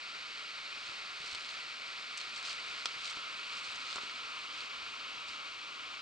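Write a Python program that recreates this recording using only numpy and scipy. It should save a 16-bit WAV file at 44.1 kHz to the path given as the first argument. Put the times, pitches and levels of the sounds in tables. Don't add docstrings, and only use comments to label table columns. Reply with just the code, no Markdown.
import sys
import numpy as np
from scipy import signal
from scipy.fft import rfft, irfft, next_fast_len
from scipy.io import wavfile

SR = 44100
rng = np.random.default_rng(int(sys.argv[2]) if len(sys.argv) > 2 else 0)


def waveform_to_disk(signal):
    frames = np.transpose(np.atleast_2d(signal))
    scaled = np.clip(frames, -1, 1) * 32767
    samples = np.round(scaled).astype(np.int16)
    wavfile.write(sys.argv[1], SR, samples)


N = 265173
TIME = np.arange(N) / SR
FFT_SIZE = next_fast_len(N + SR // 4)
FREQ = np.arange(FFT_SIZE // 2 + 1) * SR / FFT_SIZE
SIDES = np.array([[1], [-1]])
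USUAL_PRESS_DB = -58


def from_db(db):
    return 10 ** (np.asarray(db) / 20)


def over_time(rows):
    times, *columns = np.transpose(rows)
    return [np.interp(TIME, times, column) for column in columns]


def over_frequency(rows):
    hz, *columns = np.transpose(rows)
    return [np.interp(np.log(FREQ + 1), np.log(hz), column) for column in columns]


def filtered(sound, response):
    return irfft(rfft(sound, FFT_SIZE) * response, FFT_SIZE)[..., :N]


def tone_filter(gains_db):
    cepstrum = irfft(np.log(from_db(gains_db)), FFT_SIZE)
    cepstrum[1:FFT_SIZE // 2] *= 2
    cepstrum[FFT_SIZE // 2 + 1:] = 0
    return np.exp(rfft(cepstrum))


def wobble(rate_hz):
    slow = filtered(rng.standard_normal(N), np.exp(-(FREQ / rate_hz) ** 2))
    return slow / slow.std()


def ring(start_s, pitch_hz, decay_s):
    out, start = np.zeros(N), int(start_s * SR)
    age = TIME[:min(SR // 4, N - start)]
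    out[start:start + len(age)] = np.sin(2 * np.pi * pitch_hz * age) * from_db(-60 * age / decay_s)
    return out


def burst(noise, start_s, decay_s):
    out, start = np.zeros(N), int(start_s * SR)
    age = TIME[:min(SR // 4, N - start)]
    out[start:start + len(age)] = noise[start:start + len(age)] * from_db(-60 * age / decay_s)
    return out


# frequency_hz, likeness_0_to_1, right_lead_radians, left_minus_right_db
STREAM_STEREO = [(40, 0.98, .05, 1), (200, .94, 0.7, 0), (430, 0.96, 1.22, -0.5), (860, 0.94, 1.53, 0),
                 (1310, 0.99, 1.35, -1.2), (1940, 1, 1.57, -0.8), (2600, 0.93, 1.14, 1),
                 (3960, .96, 0.92, 0.5), (4820, 0.92, 0.42, -0.5), (6600, 0.6, 0.64, 4),
                 (8500, 0.67, 0.5, 3), (11000, 0.6, .25, 1)]


def water_spectrum():
    likeness, lead, balance_db = over_frequency(STREAM_STEREO)
    shared, apart = rfft(rng.standard_normal((2, FFT_SIZE)))
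    water = np.sqrt((1 + likeness) / 2) * shared + SIDES * np.sqrt((1 - likeness) / 2) * apart
    return water * np.exp(-SIDES * 0.5j * lead) * from_db(SIDES * balance_db / 2)


# frequency_hz, place_0_db, place_1_db, place_2_db
STREAM_TONES = [(25, -16.5, -28, -33), (62, -18.5, -16, -9.5), (154, -16.5, -15.5, -16.5),
                (271, -11.5, -11, -8.5), (740, -6.5, -8.5, -7), (1078, -4.5, -1.76, 0),
                (1860, -5.5, -8, -8.5), (2870, -4, -3, -1.5), (4710, -12, -13.5, -14.5),
                (6140, -22.5, -23, -22), (9570, -43.5, -43, -46), (11000, -43.5, -44.5, -43.5)]
# time_s, relative_level_db
STREAM_LEVELS = [(0.0, -45), (2.22, -44.5), (2.54, -43), (4.13, -43.5), (6.0, -46)]


def stream(gain_db, flutter_db, set_off_s, places_per_s, turn_s, turn_db_per_s):
    place = np.minimum(0.16 + places_per_s * np.maximum(TIME - set_off_s, 0), 2)
    water, hiss = water_spectrum(), 0
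    for k, tone_db in enumerate(over_frequency(STREAM_TONES)):
        nearness = np.clip(1 - abs(place - k), 0, 1)
        hiss = hiss + nearness * irfft(water * from_db(tone_db), FFT_SIZE)[:, :N]
    level_db = over_time(STREAM_LEVELS)[0] + gain_db + flutter_db * wobble(28)
    leftward_db = turn_db_per_s * np.maximum(TIME - turn_s, 0)
    return hiss * from_db(level_db + SIDES * leftward_db / 2)


def slope_echo(sound, level_db, decay_s, delay_s):
    age = TIME[:SR // 4]
    tail = rng.standard_normal((2, len(age))) * from_db(-60 * age / decay_s) * (age > delay_s)
    tail /= np.sqrt(np.sum(tail ** 2, axis=1, keepdims=True))
    return from_db(level_db) * filtered(sound, rfft(tail, FFT_SIZE))


# start_s, strength_db, pitch_hz, decay_s
SOIL_THUDS = [(0.893, -54, 142, 0.041), (1.203, -58, 170, 0.059), (1.238, -58, 140, 0.05),
              (1.328, -56, 85, 0.11), (2.963, -56, 116, 0.051), (3.171, -45, 340, 0.017),
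              (3.957, -51, 240, 0.035), (4.033, -43.5, 340, 0.012)]


def soil(crumble_db, crumble_band_hz, crumble_stretch):
    band = signal.butter(2, crumble_band_hz, "band", fs=SR, output="sos")
    crumble = signal.sosfilt(band, rng.standard_normal(N))
    crumble = from_db(crumble_db) * crumble / crumble.std()
    return sum(from_db(db) * (ring(start_s, hz, decay_s)
                              + burst(crumble, start_s, crumble_stretch * decay_s))
               for start_s, db, hz, decay_s in SOIL_THUDS)


# start_s, strength_db
STICK_KNOCKS = [(.921, -40), (1.3484, -40.5), (2.857, -30), (3.171, -37.5), (3.928, -41), (3.959, -35.5),
                (3.967, -36.5), (3.9829, -33), (3.9881, -39)]
# pitch_hz, relative_level_db, decay_s
STICK_TONES = [(450, -18, 0.0034), (700, -13, 0.0025), (1015, -5, 0.0086), (1320, -2, 0.0067)]


def sticks(bass_cut_hz):
    knocks = sum(from_db(db + tone_db) * ring(start_s, hz, decay_s)
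                 for start_s, db in STICK_KNOCKS for hz, tone_db, decay_s in STICK_TONES)
    return signal.sosfilt(signal.butter(2, bass_cut_hz, "high", fs=SR, output="sos"), knocks + 1e-18)


def stalk_snaps(press_db, usual_per_s, above_leaves_db, spread_db, pitch_hz, width_hz):
    breaks = rng.random(N) < usual_per_s * from_db(press_db - USUAL_PRESS_DB) / SR
    db = press_db + above_leaves_db + spread_db * rng.uniform(-0.68, 1, N)
    hz = pitch_hz * 2 ** (0.93 * rng.uniform(-0.22, 1, N))
    return [(*row, width_hz) for row in zip(TIME[breaks], db[breaks], hz[breaks])]


# start_s, strength_db, pitch_hz, band_width_hz
TWIG_SNAPS = [(1.2775, -30, 4530, 1200), (1.3292, -28, 4400, 1500), (1.3348, -30, 3300, 1200),
              (1.3402, -28, 3000, 1500), (1.3485, -28, 8500, 4000), (1.3489, -25, 3000, 3500),
              (1.4876, -27, 4100, 600), (1.4908, -27, 4400, 600), (1.5094, -27, 4200, 900),
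              (2.1742, -26, 9800, 8000), (2.1785, -25, 6430, 5000), (2.2134, -28.5, 2600, 3500),
              (2.2944, -35, 6200, 4000), (2.3985, -36, 7000, 6000), (2.428, -32, 5700, 5000),
              (2.451, -26.5, 3830, 4000), (2.4555, -32, 5200, 3000), (2.496, -32, 7000, 4000),
              (2.8567, -22, 5430, 900), (2.8567, -17.5, 10500, 5000), (2.8577, -17, 3540, 2200),
              (2.8596, -25, 2630, 1500), (3.0424, -39, 3270, 3000), (3.0545, -28.5, 5900, 2500),
              (3.0755, -31, 4140, 3000), (3.078, -31, 3300, 4000), (3.109, -32, 8400, 4000),
              (3.5698, -38, 6400, 4000), (3.5973, -38, 6200, 4000), (3.6472, -29, 4700, 1500),
              (3.6766, -37, 4900, 4000), (3.7583, -30.5, 7500, 3000), (3.9282, -26.5, 3600, 2500),
              (3.9586, -24, 5500, 3500), (4.0965, -22, 1750, 1200), (4.5765, -32, 4300, 4000),
              (4.606, -30, 3500, 3000), (5.2846, -27.5, 4700, 1500), (5.291, -34, 4500, 1500)]


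def twigs_and_stalks(stalks, crack_db, tear_db, tear_decay_s, ring_db, ring_cycles):
    fibres, out = rng.standard_normal(N), 0
    for start_s, db, hz, width_hz in TWIG_SNAPS + stalks:
        crack = from_db(tear_db) * burst(fibres, start_s, tear_decay_s)
        crack[int(start_s * SR)] += from_db(crack_db)
        crack = signal.lfilter(*signal.iirpeak(hz, hz / width_hz, fs=SR), crack + 1e-18)
        piece = from_db(ring_db) * ring(start_s, hz, ring_cycles / hz)
        out = out + from_db(db) * (crack + piece)
    return out


# full_weight_s, strength_db, swell_s, hold_s, fade_s, brightness_db_per_octave
FOOT_PRESSES = [(.87, -57.5, 0.13, 0.026, 0.049, -4), (1.26, -54.5, 0.074, 0.076, 0.064, -1),
                (1.331, -54.5, .006, 0.014, 0.028, -2.5), (1.46, -56.5, 0.063, 0.05, 0.13, 3),
                (2.2, -56.5, 0.045, 0.0061, 0.073, -4), (2.362, -51.5, 0.012, .015, 0.027, 2),
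                (2.456, -49.5, 0.022, 0.074, 0.016, 1), (2.689, -58.5, 0.09, 0.011, 0.29, 2),
                (3.008, -54, .004, .006, 0.0087, 1), (3.05, -49.5, 0.02, 0.028, 0.055, 1.3),
                (3.56, -58.5, 0.074, 0.032, 0.029, 5), (3.64, -55.5, 0.016, 0.034, 0.089, 3.5),
                (3.893, -52.5, 0.055, 0.028, 0.15, -3), (4.519, -58, 0.015, 0.11, .045, -2.5),
                (5.282, -56.5, .012, 0.017, 0.04, -2)]


def foot_pressure(rustle_db):
    power, brightness = from_db(rustle_db) ** 2, 0
    for full_s, db, swell_s, hold_s, fade_s, db_per_octave in FOOT_PRESSES:
        before = np.maximum(full_s - TIME, 0) / swell_s
        after = np.maximum(TIME - full_s - hold_s, 0) / fade_s
        press_power = (from_db(db) * np.exp(-before - after)) ** 2
        power = power + press_power
        brightness = brightness + db_per_octave * press_power
    return 10 * np.log10(power), brightness / power


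def leaves(press_db, brightness, usual_cracks_per_s, spread_db, clump_db, rubbing, ring_q):
    busy = from_db(0.8 * (press_db - USUAL_PRESS_DB))
    sizes = from_db(spread_db * np.minimum(rng.exponential(1, N), 4)) * rng.choice([-1, 1], N)
    cracks = sizes * (rng.random(N) < busy * usual_cracks_per_s / SR) / np.sqrt(busy)
    pitches_hz = np.geomspace(1800, 9500, 12)
    which_pitch = rng.integers(0, len(pitches_hz), N)
    left_share = 0.5 + 0.4 * rng.uniform(-1, 1, N)
    cracks = cracks * np.array([left_share, 1 - left_share])
    crackle = np.zeros((2, N))
    for k, hz in enumerate(pitches_hz):
        gain = from_db(brightness * np.log2(hz / np.median(pitches_hz))) / np.sqrt(hz)
        leaf_ring = signal.iirpeak(hz, ring_q, fs=SR)
        crackle += gain * signal.lfilter(*leaf_ring, cracks * (which_pitch == k) + 1e-18)
    crunch = crackle / crackle.std() + rubbing * rng.standard_normal(N)
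    return crunch * from_db(press_db + clump_db * wobble(41))


# frequency_hz, gain_db
BRITTLE_TONE = [(40, -22), (200, -8), (500, 5), (1200, -1.5), (2200, -1.5), (3200, 5), (5000, 0),
                (6300, -4.5), (8000, -13.5), (9600, -20.5), (11000, -18.5)]


def scene():
    water = stream(gain_db=6, flutter_db=0.48, set_off_s=1.98, places_per_s=0.54,
                   turn_s=4, turn_db_per_s=0.45)
    press_db, brightness = foot_pressure(rustle_db=-67.5)
    crunch = from_db(-3) * leaves(press_db, brightness, usual_cracks_per_s=1400, spread_db=3,
                                  clump_db=0.8, rubbing=0.33, ring_q=1.7)
    stalks = stalk_snaps(press_db, usual_per_s=11, above_leaves_db=18, spread_db=3.5,
                         pitch_hz=4530, width_hz=4900)
    snaps = twigs_and_stalks(stalks, crack_db=-0.5, tear_db=-9.5, tear_decay_s=0.0089,
                             ring_db=-18, ring_cycles=9.5)
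    thuds = soil(crumble_db=-3, crumble_band_hz=[70, 706], crumble_stretch=1.56)
    cushion = signal.butter(2, 1800, fs=SR, output="sos")
    ground = signal.sosfilt(cushion, sticks(bass_cut_hz=380) + thuds + 1e-18)
    brittle = tone_filter(over_frequency(BRITTLE_TONE)[0])
    blows = filtered(snaps, brittle) + ground
    echo = slope_echo(blows, level_db=-6.5, decay_s=0.068, delay_s=0.0028)
    return water + filtered(crunch, brittle) + blows + echo


# pitch_hz, width_hz, gain_db
MICROPHONE_CASE = [(716, 61, 2), (827, 96, -3.5), (1345, 208, 10), (1523, 120, -3), (2310, 480, 8.5),
                   (4327, 1023, 9), (8140, 1585, 16)]


def record(dry):
    for hz, width_hz, db in MICROPHONE_CASE:
        band = signal.lfilter(*signal.iirpeak(hz, hz / width_hz, fs=SR), dry)
        dry = dry + (from_db(db) - 1) * band
    treble_cut = signal.ellip(12, 0.1, 80, 11150, fs=SR, output="sos")
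    return signal.sosfilt(treble_cut, dry)


dry = scene()
out = record(dry)
waveform_to_disk(out)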